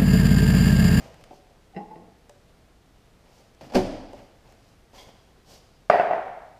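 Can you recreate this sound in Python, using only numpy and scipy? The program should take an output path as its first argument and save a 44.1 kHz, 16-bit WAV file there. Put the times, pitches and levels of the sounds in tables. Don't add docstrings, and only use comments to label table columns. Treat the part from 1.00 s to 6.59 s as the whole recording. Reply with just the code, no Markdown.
import sys
import numpy as np
from scipy import signal
from scipy.fft import rfft, irfft, next_fast_len
from scipy.io import wavfile
from scipy.ndimage import uniform_filter1d, minimum_filter1d, map_coordinates

SR = 44100
rng = np.random.default_rng(int(sys.argv[2]) if len(sys.argv) > 2 else 0)


def to_wav(s):
    ch = np.atleast_2d(s).T
    pcm = np.round(np.clip(ch, -1, 1) * 32767)
    wavfile.write(sys.argv[1], SR, pcm.astype(np.int16))


N = 246597

# t/s, knock level/dB
CUP_KNOCKS = [(4.8987, -4.5), (4.9005, -1), (4.944, -12), (4.957, -10), (4.9975, -7), (5.021, -21.5),
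              (5.11, -12.5), (5.133, -12)]
# f/Hz, level/dB, t60/s
CUP_MODES = [(213, -23, 0.064), (416.4, -19, 0.24), (660, -7.5, 0.099), (710, -1.5, 0.067), (770, 0, 0.013),
             (1177, -5, 0.0095), (1467, -13.5, 0.05), (1950, -14, 0.021), (2656, -25, 0.046)]
# f/Hz, level/dB
CUP_CRACK = [(60, -40.5), (120, -20), (190, -11), (310, -21), (600, -9.5), (740, 8), (1040, -13),
             (1500, -11.5), (2600, -27.5), (4000, -38), (5000, -32.5), (9000, -60.5), (12800, -57),
             (15500, -73)]
# f/Hz, level/dB
CUP_ROOM = [(60, -48.5), (130, -29.5), (215, -19.5), (300, -23), (410, -12), (470, -14), (684, 0),
            (1040, -16), (1950, -21), (3400, -41), (4900, -51), (5500, -53.5), (12600, -66.5), (15000, -73)]
# f/Hz, width/Hz, level/dB
GLASS_SHIMMER = [(1923, 120, 10), (2340, 680, 0), (4600, 600, -10.5), (8500, 170, -31.5), (11000, 680, -27),
                 (12900, 450, -29.5)]

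# t/s, thud level/dB, clatter level/dB
DOOR_HITS = [(2.61, -60, -39.5), (2.699, -62, -42.5), (2.722, -56, -38.5), (2.736, -45, -33),
             (2.746, -40.5, -22), (2.7519, -12, -15)]
# f/Hz, level/dB, t60/s
OVEN_MODES = [(26.5, -17.5, 0.99), (42.6, -16, 0.33), (72.5, -26, .25), (116.4, -13.5, 0.28),
              (190.8, -10.5, 0.31), (255, -5.5, 0.18), (291, 1, 0.14), (370.5, -9, 0.24), (462, -11, 0.17),
              (571, -11, 0.31), (708, -14.5, 0.095), (906, -14.5, 0.075), (1600, -22.5, 0.11),
              (4630, -30, 0.11)]
# f/Hz, level/dB
LATCH_CLATTER = [(60, -52), (140, -36), (200, 3), (290, -3), (430, -5), (600, 4), (850, -1), (1200, -15),
                 (2200, -15.5), (3100, -20), (3700, -24), (4700, -18), (6500, -27), (9000, -35),
                 (13500, -38.5), (15500, -57.5)]
# f/Hz, level/dB
DOOR_ROOM = [(40, -17), (110, -3), (145, -13), (190, -2.5), (285, 2.5), (400, -9.5), (540, -4), (720, -6),
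             (1150, -24), (3100, -27), (3800, -32), (4800, -28.5), (7500, -40.5), (15000, -47)]

# t/s, level/dB
CATCHES = [(0.745, -45), (0.763, -35.5), (.908, -48), (0.952, -48.5), (1.019, -53)]
# t/s, hold/s, level/dB
GLIDES = [(0.733, 0.014, -49), (0.772, 0.008, -36.5), (.797, 0.038, -43.5), (0.902, .032, -44)]
# f/Hz, width/Hz, level/dB
TURNTABLE_PEAKS = [(188, 60, 2.5), (327, 90, -0.5), (434, 63, 0), (479, 26, -2), (673, 51, 0),
                   (781, 37, -3.5), (1081, 44, -9)]
# f/Hz, width/Hz, level/dB
RIM_PEAKS = [(1520, 62, -3), (1960, 240, 1), (2740, 200, -4.5), (4000, 130, -14), (5100, 300, -16)]

# t/s, bump level/dB, click level/dB
TAPS = [(0.088, -49, -69.5), (.143, -56, -50), (.211, -63, -51.5), (0.239, -60, -44), (.309, -37.5, -74),
        (.331, -43, -72), (0.506, -55, -74), (1.295, -45.5, -45), (2.548, -60, -55), (3.132, -35.5, -48),
        (3.523, -66, -52.5), (3.933, -47, -62)]
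# f/Hz, level/dB
BUMP = [(60, -51), (150, -30), (230, -5), (310, -11), (400, -2.5), (490, -4.5), (580, 4.5), (640, -10.5),
        (720, -2.5), (950, -9), (1300, -30.5), (4000, -33.5), (7000, -64)]
# f/Hz, level/dB
CLICK = [(600, 2.5), (2000, 8), (3500, 1), (5500, 1.5), (7500, -3.5), (9000, -4), (11000, -14),
         (15000, -10.5)]

# middle t/s, half length/s, level/dB
SCUFFS = [(0.35, 0.04, -66.5), (2.38, 0.067, -64.5), (3.667, 0.082, -70.5), (3.997, 0.052, -55),
          (4.529, 0.055, -55)]
# t/s, level/dB
SKIDS = [(3.979, -50.5), (4.085, -66)]
# f/Hz, width/Hz, level/dB
SOLE_PEAKS = [(1000, 91, 1), (2150, 220, -2.5), (3300, 360, 1), (4750, 210, -8)]
# middle t/s, half length/s, level/dB
SLEEVE_STROKES = [(0.02, 0.081, -48), (0.21, 0.092, -60.5), (2.266, 0.067, -64.5), (2.653, 0.039, -48.5),
                  (3.185, 0.064, -54.5), (3.496, 0.053, -57.5), (3.955, 0.015, -56.5), (4.09, 0.025, -54)]
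# f/Hz, level/dB
RUSTLE = [(100, -23), (220, -8.5), (400, -4.5), (580, -1.5), (800, -3.5), (1200, -15.5), (3000, -17.5),
          (6000, -47.5)]
# f/Hz, level/dB
HISS = [(800, -33), (1500, -45), (2800, -1.5), (3800, -1.5), (4900, 4), (6200, 0), (8000, -6),
        (10000, -11.5), (13000, -9.5), (15500, -22)]
# f/Hz, level/dB
RUMBLE = [(15, -23), (30, -2.5), (110, -0.5), (200, -1), (400, -18), (1500, -65)]

# f/Hz, level/dB
ROOM_TONE = [(12, -38.5), (20, -2.5), (59, -6), (87, -8), (213, -13.5), (324, -17), (362, -16.5),
             (478, -16.5), (549, -19), (597, -21.5), (649, -16.5), (906, -24), (4680, -33), (13500, -44.5),
             (15500, -50.5)]
# f/Hz, t60/s
KITCHEN_T60 = [(100, 0.82), (300, 0.79), (700, 0.98), (2000, 0.97), (5000, 1), (8000, 0.79), (14000, 0.38)]


def cup_on_stone():
    ring_db, room_db = -5.5, 14
    shimmer_db = -46.5
    out, crack, off_walls = np.zeros(N), pulse(CUP_CRACK), pulse(CUP_ROOM)
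    t = np.arange(SR // 2) / SR
    for start, knock_db in CUP_KNOCKS:
        crack_db = 18 + 2.65 * knock_db
        add(out, start, amp(crack_db) * crack)
        add(out, start, amp(knock_db + ring_db) * ring(CUP_MODES, attack=0.00055, scatter_db=4.0))
        shimmer = resonate(rng.standard_normal(len(t)), GLASS_SHIMMER) * decay(t, t60=0.5)
        add(out, start, amp(crack_db + shimmer_db) * shimmer)
        reverb = signal.fftconvolve(kitchen_tail(build=0.003), off_walls)
        add(out, start, amp(knock_db + room_db) * reverb)
    return signal.sosfilt(signal.butter(2, 55, "high", fs=SR, output="sos"), out)


def oven_door():
    rebound_s, thud_loss_db, clatter_loss_db = 0.016, 10, 7
    room_db = 21.5
    slam_s, slam_thud_db, slam_clatter_db = DOOR_HITS[-1]
    rebounds = [(slam_s + k * rebound_s, slam_thud_db - k * thud_loss_db,
                 slam_clatter_db - k * clatter_loss_db) for k in (1, 2, 3)]
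    out, off_walls = np.zeros(N), pulse(DOOR_ROOM)
    for start, thud_db, clatter_db in DOOR_HITS + rebounds:
        add(out, start, amp(thud_db) * ring(OVEN_MODES, attack=0.0012, scatter_db=4.5))
        add(out, start, amp(clatter_db) * burst(LATCH_CLATTER, t60=0.11))
        reverb = signal.fftconvolve(kitchen_tail(build=0.015), off_walls)
        add(out, start, amp(clatter_db + room_db) * reverb)
    return out


def cup_scrape():
    slip_hz = 190 * np.exp(0.25 * wobble(160))
    slips = np.diff(np.floor(np.cumsum(slip_hz) / SR), prepend=0)
    slips *= amp(3.7 * wobble(150))
    shake = sum(amp(db) * envelope(start, attack=0.0038, hold=0.011, t60=0.38) for start, db in CATCHES)
    judder = shake * resonate(slips, TURNTABLE_PEAKS)
    hardest_db = max(db for _, db in CATCHES)
    jolts = sum(amp(1.35 * (db - hardest_db)) * envelope(start, attack=0.0038, hold=0, t60=0.12)
                for start, db in CATCHES)
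    chatter = amp(-43) * jolts * resonate(slips, RIM_PEAKS)
    return in_room(judder + chatter + squeal(), wet_db=-14)


def squeal():
    pull_start_s, pull_length_s = 0.73, 0.33
    rest_hz, rise_hz = 774, 85
    progress = np.clip((np.arange(N) / SR - pull_start_s) / pull_length_s, 0, 1)
    speed = np.sin(np.pi * progress)
    pitch_hz = (rest_hz + rise_hz * speed) * (1 + 0.02 * wobble(200))
    phase = 2 * np.pi * np.cumsum(pitch_hz) / SR
    gliding = sum(amp(db) * envelope(start, attack=0.0067, hold=hold, t60=0.061)
                  for start, hold, db in GLIDES)
    return gliding * amp(2.4 * wobble(120)) * unit(np.sin(phase))


def taps():
    out = np.zeros(N)
    for start, bump_db, click_db in TAPS:
        add(out, start, amp(bump_db) * burst(BUMP, t60=0.062))
        add(out, start, amp(click_db) * burst(CLICK, t60=0.019))
    return in_room(out, wet_db=-9)


def cloth_and_soles():
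    rustle = unit(noise(RUSTLE) * amp(2 * wobble(70)))
    hiss = unit(noise(HISS) * amp(1.2 * wobble(200)))
    rumble = noise(RUMBLE)
    cloth = swells(SLEEVE_STROKES) * (rustle + amp(-11.5) * hiss + amp(-3) * rumble)
    soles = swells(SCUFFS) * (hiss + amp(1.5) * rustle + amp(-7.5) * rumble)
    return in_room(cloth + soles + skid(), wet_db=-7)


def skid():
    grip = sum(amp(db) * envelope(start, attack=0.005, hold=0.015, t60=0.16) for start, db in SKIDS)
    return grip * resonate(rng.standard_normal(N), SOLE_PEAKS)


def kitchen_tail(build):
    hz, t, spectra = signal.stft(rng.standard_normal(SR * 3 // 2), SR, nperseg=256)
    spectra *= decay(t, along(KITCHEN_T60, hz)[:, None])
    tail = signal.istft(spectra, SR, nperseg=256)[1]
    tail *= 1 - np.exp(-np.arange(len(tail)) / SR / build)
    return tail / np.linalg.norm(tail)


def in_room(x, wet_db):
    return x + amp(wet_db) * signal.fftconvolve(x, kitchen_tail(build=0.01))[:N]


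def room_tone():
    return amp(-57 + 0.2 * wobble(5.02)) * noise(ROOM_TONE)


def amp(db):
    return 10 ** (np.asarray(db) / 20)


def decay(t, t60):
    return amp(-60 * t / t60)


def unit(x):
    return x / np.sqrt(np.mean(x ** 2) + 1e-20)


def along(points, hz):
    freqs, values = np.transpose(points)
    return np.interp(np.log(hz + 1), np.log(freqs + 1), values)


def wobble(rate):
    knots = rng.standard_normal(int(N * rate / SR) + 4)
    return map_coordinates(knots, [np.arange(N) * rate / SR])


def filtered(x, response):
    size = next_fast_len(len(x) + SR // 2)
    return irfft(rfft(x, size) * response(np.fft.rfftfreq(size, 1 / SR)), size)[:len(x)]


def noise(spectrum):
    return unit(filtered(rng.standard_normal(N), lambda hz: amp(along(spectrum, hz))))


def resonate(x, peaks):
    def response(hz):
        return sum(amp(db) * (1j * hz * width / (centre ** 2 - hz ** 2 + 1j * hz * width)) ** 2
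                   for centre, width, db in peaks)
    return unit(filtered(x, response))


def pulse(spectrum, size=4096):
    cepstrum = irfft(np.log(amp(along(spectrum, np.fft.rfftfreq(size, 1 / SR)))))
    cepstrum[1:size // 2] *= 2
    cepstrum[size // 2 + 1:] = 0
    wave = irfft(np.exp(rfft(cepstrum)))
    return wave / np.linalg.norm(wave)


def burst(spectrum, t60):
    t = np.arange(SR // 2) / SR
    return signal.fftconvolve(rng.standard_normal(len(t)) * decay(t, t60), pulse(spectrum))


def ring(modes, attack, scatter_db):
    t = np.arange(SR) / SR
    tones = sum(amp(db + scatter_db * rng.standard_normal()) * decay(t, t60) * np.sin(2 * np.pi * hz * t)
                for hz, db, t60 in modes)
    return tones * (1 - np.exp(-t / attack))


def envelope(start, attack, hold, t60):
    t = np.arange(N) / SR - start
    return np.clip(t / attack, 0, 1) * decay(np.maximum(t - attack - hold, 0), t60)


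def swells(strokes):
    t = np.arange(N) / SR
    return sum(amp(db) * np.exp(-((t - middle) / half) ** 2) for middle, half, db in strokes)


def add(track, start, sound):
    part = track[round(start * SR):][:len(sound)]
    part += sound[:len(part)]


def scene():
    return (cup_on_stone() + oven_door() + taps() + cup_scrape() + cloth_and_soles() + room_tone())[None]


def record(dry):
    top_hz = 15400
    needed_gain = 1 / np.maximum(np.abs(dry[0]), 1)
    gain = uniform_filter1d(minimum_filter1d(needed_gain, size=65), size=65)
    return filtered(dry[0] * gain, lambda hz: hz < top_hz)[None]


dry = scene()
out = record(dry)
to_wav(out)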